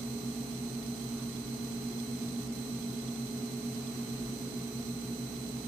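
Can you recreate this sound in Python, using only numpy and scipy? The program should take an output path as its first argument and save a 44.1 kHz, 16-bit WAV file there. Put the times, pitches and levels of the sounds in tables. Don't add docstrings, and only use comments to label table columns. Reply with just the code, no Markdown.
import sys
import numpy as np
from scipy import signal
from scipy.fft import rfft, irfft
from scipy.io import wavfile

SR = 44100
rng = np.random.default_rng(int(sys.argv[2]) if len(sys.argv) > 2 else 0)


def generate_wav(sig):
    pcm = np.round(np.clip(np.atleast_2d(sig).T, -1, 1) * 32767).astype(np.int16)
    wavfile.write(sys.argv[1], SR, pcm)


N = 250161
TIME = np.arange(N) / SR
FREQ = np.maximum(np.arange(N // 2 + 1) * SR / N, 1)

# multiple of the turning speed, base level/dB, left-right/dB, left lead/rad
SLOW_FAN_TONES = [(4, -48.5, 1, 0.084), (7, -41.5, -1.6, 0.17), (8, -64.5, -2, -0.05),
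                  (20, -67.5, -7, 0.88), (21, -68, -1, 0.7), (24, -67, -10, 1.4), (28, -84, -9, -.2),
                  (32, -74, 4, -0.023), (35, -72.5, 1, -.6)]
FAST_FAN_TONES = [(4, -45, -4.5, -0.15), (6, -65, 17, 0), (7, -52, -1.5, 0), (14, -71.5, -11, 0)]
# f/Hz, level/dB, left-right/dB, left lead/rad
HUM_TONES = [(90.2, -66, -1, 0), (120.3, -58.5, -0.5, 0), (126.3, -50.5, -0.5, -0.23),
             (191.7, -61.5, 2, .1), (294, -56, -1.5, 0.18), (591, -72.5, -3, -1.8), (1328, -83, -2, 0)]
# f/Hz, base level in each Hz/dB
AIR_SPECTRUM = [(25, -93), (55, -80.5), (95, -80.5), (200, -78), (320, -77.5), (480, -80), (600, -84.5),
                (900, -86), (1750, -91.5), (2500, -90.5), (4500, -95), (6700, -93.5), (9500, -103),
                (14000, -103)]
# f/Hz, width/Hz, lift/dB
CASE_RESONANCES = [(126.5, 15, 7.5), (176, 30, 8.5), (244.5, 59.6, 13), (250, 8.8, 2.5), (359.4, 16, 5.5),
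                   (400.5, 20, 6), (443.4, 30.5, 6), (691, 91, 4.5), (1175, 150, 3.5), (1450, 110, 2.5),
                   (1887, 23, 5.5), (2112, 130, 5), (2560, 100, 2.5), (3100, 90, 5.5)]
# f/Hz, likeness/0-1, left-right/dB
AIR_AT_MICROPHONES = [(100, 0.92, 3), (190, 1, 0), (257, 1, 1.5), (350, 0.99, -0.5), (460, 0.63, -5.5),
                      (577, 0.35, -0.5), (950, 0, 3.5), (2000, 0, -1.5), (4000, 0.01, 1)]
# t/s, half length/s, level/dB, f/Hz, half width/Hz
GRIP_SHIFTS = [(1.183, 0.047, -59, 1200, 350), (4.22, .07, -55, 45, 30)]
# f/Hz, level/dB, own flutter/Hz
WHINE_PARTIALS = [(4087, -51, 78), (6103, -52.5, 89), (8070, -54, 117.5), (10120, -61.5, 118),
                  (12070, -64.5, 168), (14140, -56.5, 90)]
# f/Hz, level at the top of a full-strength chirp/dB
CHIRP_TONES = [(3400, -49.5), (5130, -51)]
# f/Hz, level in each Hz/dB
HISS_SPECTRUM = [(1800, -110), (2600, -99), (3200, -92), (3700, -91.5), (4400, -85.5), (6200, -89),
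                 (7150, -92), (8300, -86), (10000, -93.5), (10900, -108), (11500, -106), (12550, -91.5),
                 (13100, -107), (13800, -95.5)]
# t/s, length/s, rise/dB
FAST_FAN_CHANCE_RISES = [(3.45, 0.28, 3), (4.68, 0.34, 1.5)]
# t/s, length/s, rise/dB
AIR_RISES = [(3.95, 0.51, 1.2)]

SLOW_FAN_HZ, FAST_FAN_HZ, STEP_UP_HZ = 33.185, 60.11, 0.205
STEP_UP_AT_S, SPIN_UP_S = 3.2, 0.3
FADE_FROM_S, FADE_DB_PER_S = 3.74, 0.5
MAINS_HZ, MAINS_DB, SHAKE_DB, HUM_LULL_S = 60, -63, -66.5, 3.75
DROPOUT_AT_S, DROPOUT_S, DROPOUT_EDGE_S, DROPOUT_DB = 2.474, 0.042, 0.006, -25
CRACKLE_S, CRACKLE_DB = 0.005, 4
CUTOFF_HZ = 14520


def from_db(db):
    return 10 ** (np.asarray(db) / 20)


def over_hz(rows):
    hz, *columns = np.transpose(rows)
    return [np.interp(np.log(FREQ), np.log(hz), column) for column in columns]


def bell(at, centre, width):
    return np.exp(-2 * ((at - centre) / width) ** 2)


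def ramp(start_s, length_s):
    return np.clip((TIME - start_s) / length_s, 0, 1)


def brief_rises(rows):
    return sum(db * bell(TIME, at_s, length_s) for at_s, length_s, db in rows)


def drift(rate):
    coarse_time = TIME[::10]
    bins = rfft(rng.standard_normal(2 ** 15))
    hz = np.linspace(0, SR / 20, len(bins))
    slow = irfft(bins / (1 + (hz / rate) ** 2))[:len(coarse_time)]
    return np.interp(TIME, coarse_time, (slow - slow.mean()) / slow.std())


def noise_bins(density_db):
    return rfft(rng.standard_normal(N)) * from_db(density_db) * np.sqrt(SR / 2)


def angle(hz):
    turns = np.cumsum(hz * np.ones(N)) / SR
    return 2 * np.pi * (rng.random() + turns)


def tone(hz, level_db, pan_db, lead, waver_db):
    side = np.array([[0.5], [-0.5]])
    gain = np.sqrt(2) * from_db(level_db + pan_db * side + waver_db * drift(3.3))
    return gain * np.sin(angle(hz) + lead * side)


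def handling():
    out = np.zeros(N)
    for at_s, half_length_s, db, hz, half_width_hz in GRIP_SHIFTS:
        rub = irfft(noise_bins(0) * bell(FREQ, hz, 2 * half_width_hz), N)
        burst = bell(TIME, at_s, 2 * half_length_s)
        out += from_db(db) * burst * rub / rub.std()
    return out


def chirps(per_s=22, length_s=0.0028, spread_hz=70):
    starts = (rng.random(N) < per_s / SR) * rng.uniform(0.39, 1, N)
    burst_shape = bell(np.arange(-SR // 50, SR // 50) / SR, 0, length_s)
    bursts = signal.fftconvolve(starts, burst_shape, "same")
    tones = 0
    for hz, db in CHIRP_TONES:
        wandering_hz = hz + spread_hz * drift(102)
        tones = tones + np.sqrt(2) * from_db(db) * np.sin(angle(wandering_hz))
    return bursts * tones


def whine(pitch_hz=2038, jitter=0.0048, sag=0.004, rough_db=1.5, pulsing=0.56):
    cut_out = ramp(DROPOUT_AT_S, DROPOUT_EDGE_S) - ramp(DROPOUT_AT_S + DROPOUT_S, DROPOUT_EDGE_S)
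    crackle_db = CRACKLE_DB * bell(TIME, DROPOUT_AT_S, CRACKLE_S)
    pace = 1 + jitter * drift(74) + sag * (0.5 - TIME / TIME[-1])
    tones = chirps()
    for hz, db, flutter_hz in WHINE_PARTIALS:
        gain = np.sqrt(2) * from_db(db + rough_db * drift(130))
        tones = tones + gain * np.sin(angle(hz * pace + flutter_hz * drift(377)))
    spurts = np.sqrt(1 + pulsing * np.cos(angle(pitch_hz * pace)))
    steady_hiss = irfft(noise_bins(over_hz(HISS_SPECTRUM)[0]), N)
    hiss = steady_hiss * spurts * from_db(2.05 * drift(160))
    return from_db(DROPOUT_DB * cut_out) * tones + from_db(crackle_db) * hiss


def air(change_db, level_db=0.56, change_above_hz=600):
    case_lift_db = sum(db * bell(FREQ, hz, width) for hz, width, db in CASE_RESONANCES)
    density_db = level_db + over_hz(AIR_SPECTRUM)[0] + case_lift_db
    alike, pan_db = over_hz(AIR_AT_MICROPHONES)
    mid = np.sqrt((1 + alike) / 2) * noise_bins(density_db)
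    side = np.sqrt((1 - alike) / 2) * noise_bins(density_db)
    bins = np.array([mid + side, mid - side]) * from_db([pan_db / 2, -pan_db / 2])
    upper = FREQ ** 2 / (FREQ ** 2 + change_above_hz ** 2)
    return irfft(bins * (1 - upper), N) + irfft(bins * upper, N) * from_db(change_db)


def hum(fan_speed):
    turns_ahead = np.cumsum(fan_speed - MAINS_HZ) / SR
    apart = 2 * np.pi * (turns_ahead - np.interp(HUM_LULL_S, TIME, turns_ahead))
    beat = np.abs(from_db(MAINS_DB) - from_db(SHAKE_DB) * np.exp(1j * apart))
    mains = beat * tone(MAINS_HZ, 0, pan_db=0.5, lead=0, waver_db=0.7)
    return mains + sum(tone(hz, db, pan, lead, waver_db=1.0) for hz, db, pan, lead in HUM_TONES)


def fan(speed, tones, change_db, waver_db, long_wave_hz=120):
    out = 0
    for multiple, db, pan, lead in tones:
        hz = multiple * speed
        share = np.clip(hz / long_wave_hz - 1, 0, 1)
        out = out + tone(hz, db + share * change_db, pan, lead, waver_db)
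    return out


def scene(slow_db=-0.07, fast_db=-0.5, rush_db=-1.0):
    right_only = np.array([np.zeros(N), whine()])
    rush = air(rush_db + brief_rises(AIR_RISES))
    fast_speed = FAST_FAN_HZ + STEP_UP_HZ * ramp(STEP_UP_AT_S - SPIN_UP_S / 2, SPIN_UP_S)
    fade_db = -FADE_DB_PER_S * np.maximum(TIME - FADE_FROM_S, 0)
    slow = fan(SLOW_FAN_HZ, SLOW_FAN_TONES, slow_db + fade_db, waver_db=0.4)
    fast_change_db = fast_db + fade_db + brief_rises(FAST_FAN_CHANCE_RISES)
    fast = fan(fast_speed, FAST_FAN_TONES, fast_change_db, waver_db=0.8)
    return handling() + right_only + rush + hum(fast_speed) + slow + fast


def record(dry):
    low_cut = signal.sosfilt(signal.butter(2, 16, "high", fs=SR, output="sos"), dry)
    return irfft(rfft(low_cut) / np.sqrt(1 + (FREQ / CUTOFF_HZ) ** 1200), N)


dry = scene()
out = record(dry)
generate_wav(out)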